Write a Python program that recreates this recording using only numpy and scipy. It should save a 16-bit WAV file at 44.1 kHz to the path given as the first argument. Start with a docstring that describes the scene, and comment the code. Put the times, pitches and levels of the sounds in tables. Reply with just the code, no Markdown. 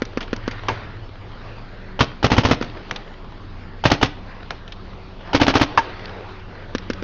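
"""A paintball marker fires bursts a few metres away: hammer click, blast pulse, ringing cavities, venting gas.
A second marker answers across the field as low swings with short noise cracks; balls burst as wet noise,
two of them on a ribbed plastic pipe that rings in modes. Trees scatter each bang as sparse, decaying returns.
Behind lie rustle, airy hiss and light wind as coloured noise, and a distant engine's wandering tones.
A small camera microphone adds hum, a gain control, a dull top and overload on peaks."""
import sys
import numpy as np
from scipy import signal
from scipy.io import wavfile
from scipy.ndimage import uniform_filter1d

SR = 44100
rng = np.random.default_rng(int(sys.argv[2]) if len(sys.argv) > 2 else 0)


def field_ratio(decibels):
    """Amplitude ratio for a level in dB (20 dB per decade); scalars and array-likes work."""
    return 10 ** (np.asarray(decibels, dtype=float) / 20)


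def to_wav(sig):
    """Store sig (one row per channel, or 1-D mono) as 16-bit WAV at the path in sys.argv[1].

    Samples outside -1..1 are clipped; the rate is SR.
    """
    pcm = np.clip(np.atleast_2d(sig), -1, 1) * 32767
    pcm = np.round(pcm).astype(np.int16)
    wavfile.write(sys.argv[1], SR, pcm.T)  # frames by channels


N = 310023  # samples, about 7.03 s


def read(points, hz):
    """Spectral interpolation: levels joined on a log-frequency axis."""
    f, value = np.transpose(points)
    return np.interp(np.log(hz + 1), np.log(f + 1), value)


def evened(x):
    """Normalisation: scaled to rms 1."""
    return x / np.sqrt(np.mean(x ** 2) + 1e-20)


def follow(curve):
    """Envelope: the gain of a dB curve at every sample."""
    return field_ratio(np.interp(np.arange(N) / SR, *np.transpose(curve)))


def add(mix, s, sound):
    """Superposition: mixes a sound in at s seconds."""
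    part = mix[max(round(s * SR), 0):][:len(sound)]
    part += sound[:len(part)]


def coloured(spectrum, size, patchy_db=0):
    """Spectral shaping: noise of rms 1 with a given spectrum and drifting patches."""
    frames = size // 256 + 5
    hz = np.fft.rfftfreq(1024, 1 / SR)
    a, b, patches = rng.standard_normal((frames, 513, 3)).T
    patches = uniform_filter1d(patches, size=12, axis=0)
    patches = evened(uniform_filter1d(patches, size=12, axis=1))
    depth_db = patchy_db * np.minimum(hz / 500, 1)[:, None]  # patches fade out below 500 Hz
    z = (a + 1j * b) * field_ratio(read(spectrum, hz)[:, None] + depth_db * patches)
    return evened(signal.istft(z, nperseg=1024, noverlap=768)[1][:size])


def ring(hz, t60, rise_s=.0001, size=4000):
    """Damped resonance: one mode that swells and dies exponentially."""
    t = np.arange(size) / SR
    return (1 - np.exp(-t / rise_s)) * field_ratio(-60 * t / t60) * np.sin(2 * np.pi * hz * t)


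def puff(noise, t60, rise_s, bend=1):
    """Transient envelope: a quick swell, then decay; a larger bend holds on, then stops."""
    t = np.arange(len(noise)) / SR
    return noise * (1 - np.exp(-t / rise_s)) * field_ratio(-60 * (t / t60) ** bend)


def torn(noise, spread_db, smooth):
    """Amplitude modulation: noise made uneven by a random gain smoothed over some samples."""
    gain_db = spread_db * evened(uniform_filter1d(rng.standard_normal(len(noise)), size=smooth))
    return evened(noise * field_ratio(gain_db))


# Blasts of the near marker: t/s, level/dB
NEAR_SHOTS = [(2.0061, -0.5), (2.2425, -4), (2.3162, -5.5), (2.38, -3.5), (2.4494, -6), (2.511, -3),
              (3.8531, -3), (3.9150, -2.5), (4.0275, -1), (5.346, -6.5), (5.414, -4), (5.4797, -5.5),
              (5.5536, -5), (5.6121, -6.5)]
# Rest of the marker in each burst: from t/s, drum boom level/dB, barrel level/dB, barrel f/Hz, breech level/dB
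BURST_POSES = [(1.9, -3, -6, 246.5, -17), (3.7, -4, -8.5, 288, -16), (5.2, -8.5, -4, 276.5, -14.5)]
# Modes struck by the hammer: f/Hz, relative level/dB, t60/s
HAMMER_MODES = [(860, 3, 0.022), (1340, -6.5, 0.02), (2990, -11, 0.066)]
# Returns of the blast off drum, pipe and ground: mean delay t/ms, relative level/dB
BLAST_BOUNCES = [(0.8, 4), (1.7, 8.5), (3.4, 6.5), (4.4, 6.5), (5.8, 5), (9.5, -12), (11, -30)]
# Modes of the hollow drum beside the muzzle: mean f/Hz, mean relative level/dB, t60/s
DRUM_MODES = [(77, -7, 0.082), (113, 5, 0.058), (167, -6, 0.08)]
# Spectrum of the venting gas: f/Hz, relative level/dB per Hz
GAS_SPECTRUM = [(180, -15.5), (300, -0.5), (546, -2.5), (858, -4.5), (1740, -10), (3160, -10.5),
                (3800, -14.5), (5370, -18), (7200, -32.5), (9360, -73.5), (15800, -120)]
# Gas at muzzle, its ground echo, bolt back, wall: delay t/ms, level re blast/dB, t60/s, abruptness of the end
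GAS_PUFFS = [(0, -7.5, 0.023, 2.27), (10.4, -15, 0.031, 0.59), (18.5, -21, 0.022, 0.27),
             (28.1, -22.5, 0.031, 2.7)]


def near_marker():
    """Impulsive radiation: hammer click, blast pulse and reflections, ringing drum and barrel, turbulent gas."""
    lead_s = .0145  # the hammer falls before the blast
    spread = [0.17, 0.17, 7.7, 0.17]  # shot-to-shot spread: boom dB, barrel dB, barrel Hz, breech dB
    out = np.zeros(N)
    u = np.arange(200) / SR / 0.00025  # time in units of 0.25 ms
    blast = (1 - u) * np.exp(-u) * np.minimum(u * 2, 1)
    hammer = sum(field_ratio(db) * ring(hz, t60, 0.00025, size=3200) for hz, db, t60 in HAMMER_MODES)
    for s, blast_db in NEAR_SHOTS:
        pose = np.array([row for row in BURST_POSES if row[0] < s][-1][1:])
        boom_db, barrel_db, barrel_hz, breech_db = pose + spread * rng.standard_normal(4)
        # the jet tears unevenly; six stretches of it serve as separate puffs
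        gas = torn(coloured(GAS_SPECTRUM, 19200), 4.05, 30).reshape(-1, 3200)

        click = hammer + field_ratio(-4) * puff(gas[-1], 0.12, 0.00093)
        add(out, s - lead_s, field_ratio(breech_db) * click)
        venting = puff(gas[-2], .053, .002, 3.6)
        add(out, s, field_ratio(breech_db - 2.5) * venting)  # the breech vents until the valve shuts

        add(out, s, field_ratio(blast_db) * blast)
        # the player never holds quite the same pose
        for (ms, db), (late, loud) in zip(BLAST_BOUNCES, rng.standard_normal((len(BLAST_BOUNCES), 2))):
            polarity = np.sign(loud + 0.18)
            add(out, s + (ms + 0.22 * late) / 1000, polarity * field_ratio(blast_db + 2.5 + db) * blast)

        boom = 0
        for (hz, db, t60), (shift, loud) in zip(DRUM_MODES, rng.standard_normal((len(DRUM_MODES), 2))):
            boom = boom + field_ratio(db + 2.0 * loud) * ring(hz * (1 + 0.072 * shift), t60, 0.01)
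        body = field_ratio(boom_db) * boom + field_ratio(barrel_db) * ring(barrel_hz, 0.056, 0.00044)
        add(out, s, body)
        add(out, s + 0.03, field_ratio(-16.0) * body)  # a bunker further off returns the low body

        for noise, (ms, db, t60, bend) in zip(gas, GAS_PUFFS):
            add(out, s + ms / 1000, field_ratio(blast_db + db) * puff(noise, t60, 0.0027, bend))
    return out


# Shots of the far marker: t/s, thump level/dB, crack level/dB
FAR_SHOTS = [(0.0197, -6.5, -20), (0.1731, -7, -20), (0.3303, -7, -19.5), (0.4781, -7.5, -21),
             (2.334, -7, -26), (2.4872, -8.5, -19.5), (2.6121, -7, -23), (6.7498, -7, -18),
             (6.9005, -7.5, -18.5), (7.0246, -13.5, -27.5)]


def far_marker():
    """Propagation: distance rounds the blast into one low swing, and the ground returns thump and crack."""
    ground_s, ground_db, ground_crack_db = 0.0039, -11, -8.5
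    bolt_s, bolt_db, bolt_t60_s = .0325, -6, 0.019
    crack_spectrum = [(300, -26.0), (1400, 7.5), (3000, -4.0), (5500, -8.5), (7000, -24.5)]  # f/Hz, level/dB
    out = np.zeros(N)
    swing = puff(np.sin(2 * np.pi * 360 * np.arange(800) / SR - .6), 0.006, 0.0012, 2.55)
    swing = swing + field_ratio(-21.5) * ring(249, 0.13, size=800)
    for s, thump_db, crack_db in FAR_SHOTS:
        direct, returned, bolt = coloured(crack_spectrum, 9000).reshape(3, -1)
        add(out, s, field_ratio(thump_db) * swing)
        add(out, s + ground_s, field_ratio(thump_db + ground_db) * swing)
        add(out, s, field_ratio(crack_db) * puff(direct, 0.011, 0.00016, 1.32))
        add(out, s + ground_s, field_ratio(crack_db + ground_crack_db) * puff(returned, 0.024, 0.00019, 1.46))
        # a short bright click follows, perhaps the bolt springing back
        click = puff(evened(np.diff(bolt)), bolt_t60_s, 0.00085)
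        add(out, s + bolt_s, field_ratio(crack_db + bolt_db) * click)
    return out


# Balls bursting: t/s, splat level/dB, centre f/Hz, t60/s, hollow rumble level/dB
BALL_SPLATS = [(0.208, -27, 2470, 0.081, -37), (0.227, -31, 3000, .06, -48), (0.512, -32, 1780, .06, -37),
               (0.684, -13, 2000, 0.03, -21), (2.6239, -16.5, 1260, 0.025, -29),
               (2.9105, -9.5, 1730, 0.015, -31.5), (2.9602, -22.5, 3800, 0.03, -41),
               (4.5051, -18, 1450, 0.028, -33), (4.678, -31.5, 2960, 0.021, -43),
               (4.7209, -29.5, 3660, 0.039, -62), (5.7742, -13, 1550, 0.086, -21),
               (6.0556, -24.5, 4840, 0.015, -55)]


def splats():
    """Fracture noise: the shell breaks in a wet band of noise and a hollow rumble follows."""
    rumble_spectrum = [(150, -2), (400, -1.5), (700, -5.5), (2500, -14.5), (7000, -32.0)]  # f/Hz, level/dB
    out = np.zeros(N)
    for s, splat_db, hz, t60, rumble_db in BALL_SPLATS:
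        burst = coloured([(hz / 7, -12), (hz, 0), (5500, -14), (7500, -28)], 4000)
        burst = torn(burst, 1.64, 40)  # shell bits and drops land unevenly
        rumble = coloured(rumble_spectrum, 16000)
        add(out, s, field_ratio(splat_db) * puff(burst, t60, 0.001))
        add(out, s + 0.003, field_ratio(rumble_db) * puff(rumble, 0.19, 0.0014))
    return out


# Balls that land on the pipe: t/s, snap level/dB
PIPE_SNAPS = [(0.684, -7), (5.7757, 4)]
# Near wall, far wall and next rib ring after the snap: delay t/ms, level re snap/dB
PIPE_ANSWERS = [(3.6, -10.5), (7.6, -14.5), (14.5, -21)]
# Modes of the ribbed plastic wall: f/Hz, relative level/dB, t60/s
PIPE_MODES = [(910, 2.5, 0.075), (1004, 2, 0.021), (1170, -9, .028), (1625, -0.5, 0.041), (2700, -9, 0.036)]


def pipe_knocks():
    """Modal excitation: the pipe wall snaps where a ball lands, then rings a moment later."""
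    out = np.zeros(N)
    wall = sum(field_ratio(db) * ring(hz, t60, 0.00065) for hz, db, t60 in PIPE_MODES)
    for s, snap_db in PIPE_SNAPS:
        add(out, s, field_ratio(snap_db) * ring(1135, 0.015, 0.00053))
        for ms, db in PIPE_ANSWERS:
            add(out, s + ms / 1000, field_ratio(snap_db + db) * wall)
    return out


# Decay of the trees' scattering: f/Hz, t60/s
TREE_DECAY = [(150, 0.48), (500, 0.4), (1500, 0.37), (4000, 0.41), (7000, 0.2)]


def trees(x):
    """Scattering: convolution with sparse returns, each band dying at its own speed."""
    taps = np.zeros(SR)
    at = np.arange(1700, SR - 22, 22)  # one return of either sign in every 22 samples
    taps[at + rng.integers(0, 22, len(at))] = rng.choice([-1., 1.], len(at))
    hz, t, z = signal.stft(taps, SR, nperseg=256)
    t60 = np.clip(read(TREE_DECAY, hz), .05, 3)[:, None]
    tail = signal.istft(z * field_ratio(-60 * t / t60), SR, nperseg=256)[1]
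    return signal.fftconvolve(x, tail / np.linalg.norm(tail))[:N]


# Leaves and scuffing boots, before the crackle: t/s, level/dB
RUSTLE_LEVEL = [(0, -47), (.43, -44), (.75, -39), (1.1, -49), (1.47, -42), (1.7, -46.5), (2.2, -47.5),
                (2.8, -41.5), (3.15, -47), (4.15, -49), (4.35, -43.5), (4.52, -47.5), (5.17, -47),
                (5.29, -39.5), (5.9, -37), (6.3, -40.5), (6.4, -46.5), (7.03, -42)]
# Spectrum of the rustle: f/Hz, relative level/dB per Hz
RUSTLE_SPECTRUM = [(150, -37.5), (250, -7.5), (369, -0.5), (701, -3.5), (1180, -5.5), (1890, -10),
                   (4610, -21), (7000, -42.5), (9100, -86), (15400, -120)]


def rustle():
    """Friction noise: leaves and boots, with twigs and grit crackling as random gain bumps."""
    ticks_per_s, mean_size = 18.0, 0.6
    sizes = (rng.random(N) < ticks_per_s / SR) * rng.exponential(mean_size, N)
    ticks = signal.oaconvolve(sizes, np.hanning(350))[:N]
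    return follow(RUSTLE_LEVEL) * (1 + ticks) * coloured(RUSTLE_SPECTRUM, N, patchy_db=2.66)


def waver(hz, width_hz, steady):
    """Narrow-band noise: a tone of rms 1 whose strength and phase wander."""
    r = np.exp(-np.pi * width_hz / SR)
    drift = signal.lfilter([1], [1, -2 * r, r * r], rng.standard_normal((N, 2)) @ [1, 1j])
    phasor = steady + drift / abs(drift).mean()
    return evened((phasor * np.exp(2j * np.pi * hz * np.arange(N) / SR)).real)


# Engine tones swelling with the wind: t/s, firing tone level/dB, overtones relative level/dB
ENGINE_LEVELS = [(0, -49, -54.5), (1.111, -42, -69.5), (1.66, -62, -58), (1.9, -50, -48.5),
                 (2.72, -49.5, -53), (2.9, -64, -52), (3.3, -54, -62), (3.45, -44.5, -60), (4.2, -43, -52),
                 (4.58, -52, -66.5), (4.8, -47, -49), (6.23, -44, -51), (6.58, -46.5, -55),
                 (7.03, -41.5, -43.5)]
# A second, higher tone: t/s, level/dB
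NEIGHBOUR_LEVEL = [(0, -45), (.62, -41.5), (1.45, -46.5), (1.9, -50.5), (2.72, -39), (2.9, -58),
                   (3.3, -50.5), (3.6, -61.5), (4.58, -53), (4.8, -57), (6.23, -47), (7.03, -50.5)]


def engine():
    """Beating: the firing tone interferes with a neighbour; two overtones ride above."""
    firing_hz, neighbour_hz = 93.7, 109.3
    s, firing_db, over_db = np.transpose(ENGINE_LEVELS)
    firing = follow([*zip(s, firing_db)]) * waver(firing_hz, 4.4, 5.1)
    neighbour = follow(NEIGHBOUR_LEVEL) * waver(neighbour_hz, 5.7, 0.61)
    tops = waver(2 * firing_hz, 4.8, 1.9) + field_ratio(-4.0) * waver(4 * firing_hz, 5.6, 0.65)
    return firing + neighbour + follow([*zip(s, over_db)]) * tops


# Swells of an airy hiss: middle t/s, length t/s, level/dB
HISS_SWELLS = [(0.518, 0.16, -44.5), (.85, 0.26, -47), (1.42, 0.11, -56), (1.855, 0.49, -50.5),
               (3.7, 0.36, -55), (4.308, 0.074, -48), (5.95, 0.12, -52), (6.6, 0.19, -49.5)]
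# Spectrum of the hiss: f/Hz, relative level/dB per Hz
HISS_SPECTRUM = [(900, -37.5), (1350, 1.5), (1600, 5), (2000, 2), (3200, -27), (7000, -42)]


def airy_hiss():
    """Gaussian envelopes: each swell of band noise rises and falls like a bell curve."""
    t = np.arange(N) / SR
    swells = sum(field_ratio(db) * np.exp(-(2 * (t - s) / length) ** 2) for s, length, db in HISS_SWELLS)
    return swells * coloured(HISS_SPECTRUM, N, patchy_db=1.0)


# Spectrum of the light wind and open air: f/Hz, relative level/dB per Hz
AIR_SPECTRUM = [(21, -29), (36, 1), (70, -6.5), (110, -11.5), (157, -8), (326, -15), (381, -23.5),
                (456, -22.5), (1890, -33), (4830, -38.5), (6450, -52.5), (7370, -36.5), (9580, -102),
                (16200, -120)]


def open_air():
    """Broadband background noise: a steady bed whose spectrum drifts in patches."""
    return field_ratio(-42.5) * coloured(AIR_SPECTRUM, N, patchy_db=3.5)


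def scene():
    """Superposition: direct bangs and their scattered echo over rustle, engine, hiss and wind."""
    near, far, wet, knock = near_marker(), far_marker(), splats(), pipe_knocks()
    echo = trees(field_ratio(-24) * near + field_ratio(-25.0) * far + field_ratio(-20) * wet + field_ratio(-26) * knock)
    background = rustle() + engine() + airy_hiss() + open_air()
    return (near + far + wet + knock + echo + background)[None]


def band_limit(x):
    """A steep low-pass at the top of the band."""
    return signal.sosfilt(signal.butter(12, 7520, fs=SR, output="sos"), x)


def record(dry):
    """Compression and saturation: camera hum, gain that ducks after each bang, a steep treble limit, overload."""
    edge_hz, hum_hz, hum_db = 6720, 25.3, -40.5
    threshold_db, release_db_per_s = -10.5, 15.6
    x = dry + field_ratio(hum_db) * waver(hum_hz, 1.1, 3.1)
    power_db = 10 * np.log10(abs(uniform_filter1d(x[0] ** 2, 300)) + 1e-12)
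    fall_db = np.arange(N) * release_db_per_s / SR
    held_db = np.maximum.accumulate(power_db + fall_db) - fall_db  # peaks hold, then sink steadily
    over_db = np.maximum(held_db - threshold_db, 0)
    late_db = signal.lfilter([1 / 500], [1, 1 / 500 - 1], over_db)  # the control lags the attack
    ducked = x / field_ratio(.5 * late_db)  # half the excess is taken off
    lowpass = signal.firwin(127, edge_hz, window=("kaiser", 9), fs=SR)
    dull = signal.oaconvolve(ducked, lowpass[None], "same")
    overloaded = np.clip(1.266 * np.tanh(dull / 1.029), -1, 1)
    return band_limit(overloaded)


dry = scene()
out = record(dry)
to_wav(out)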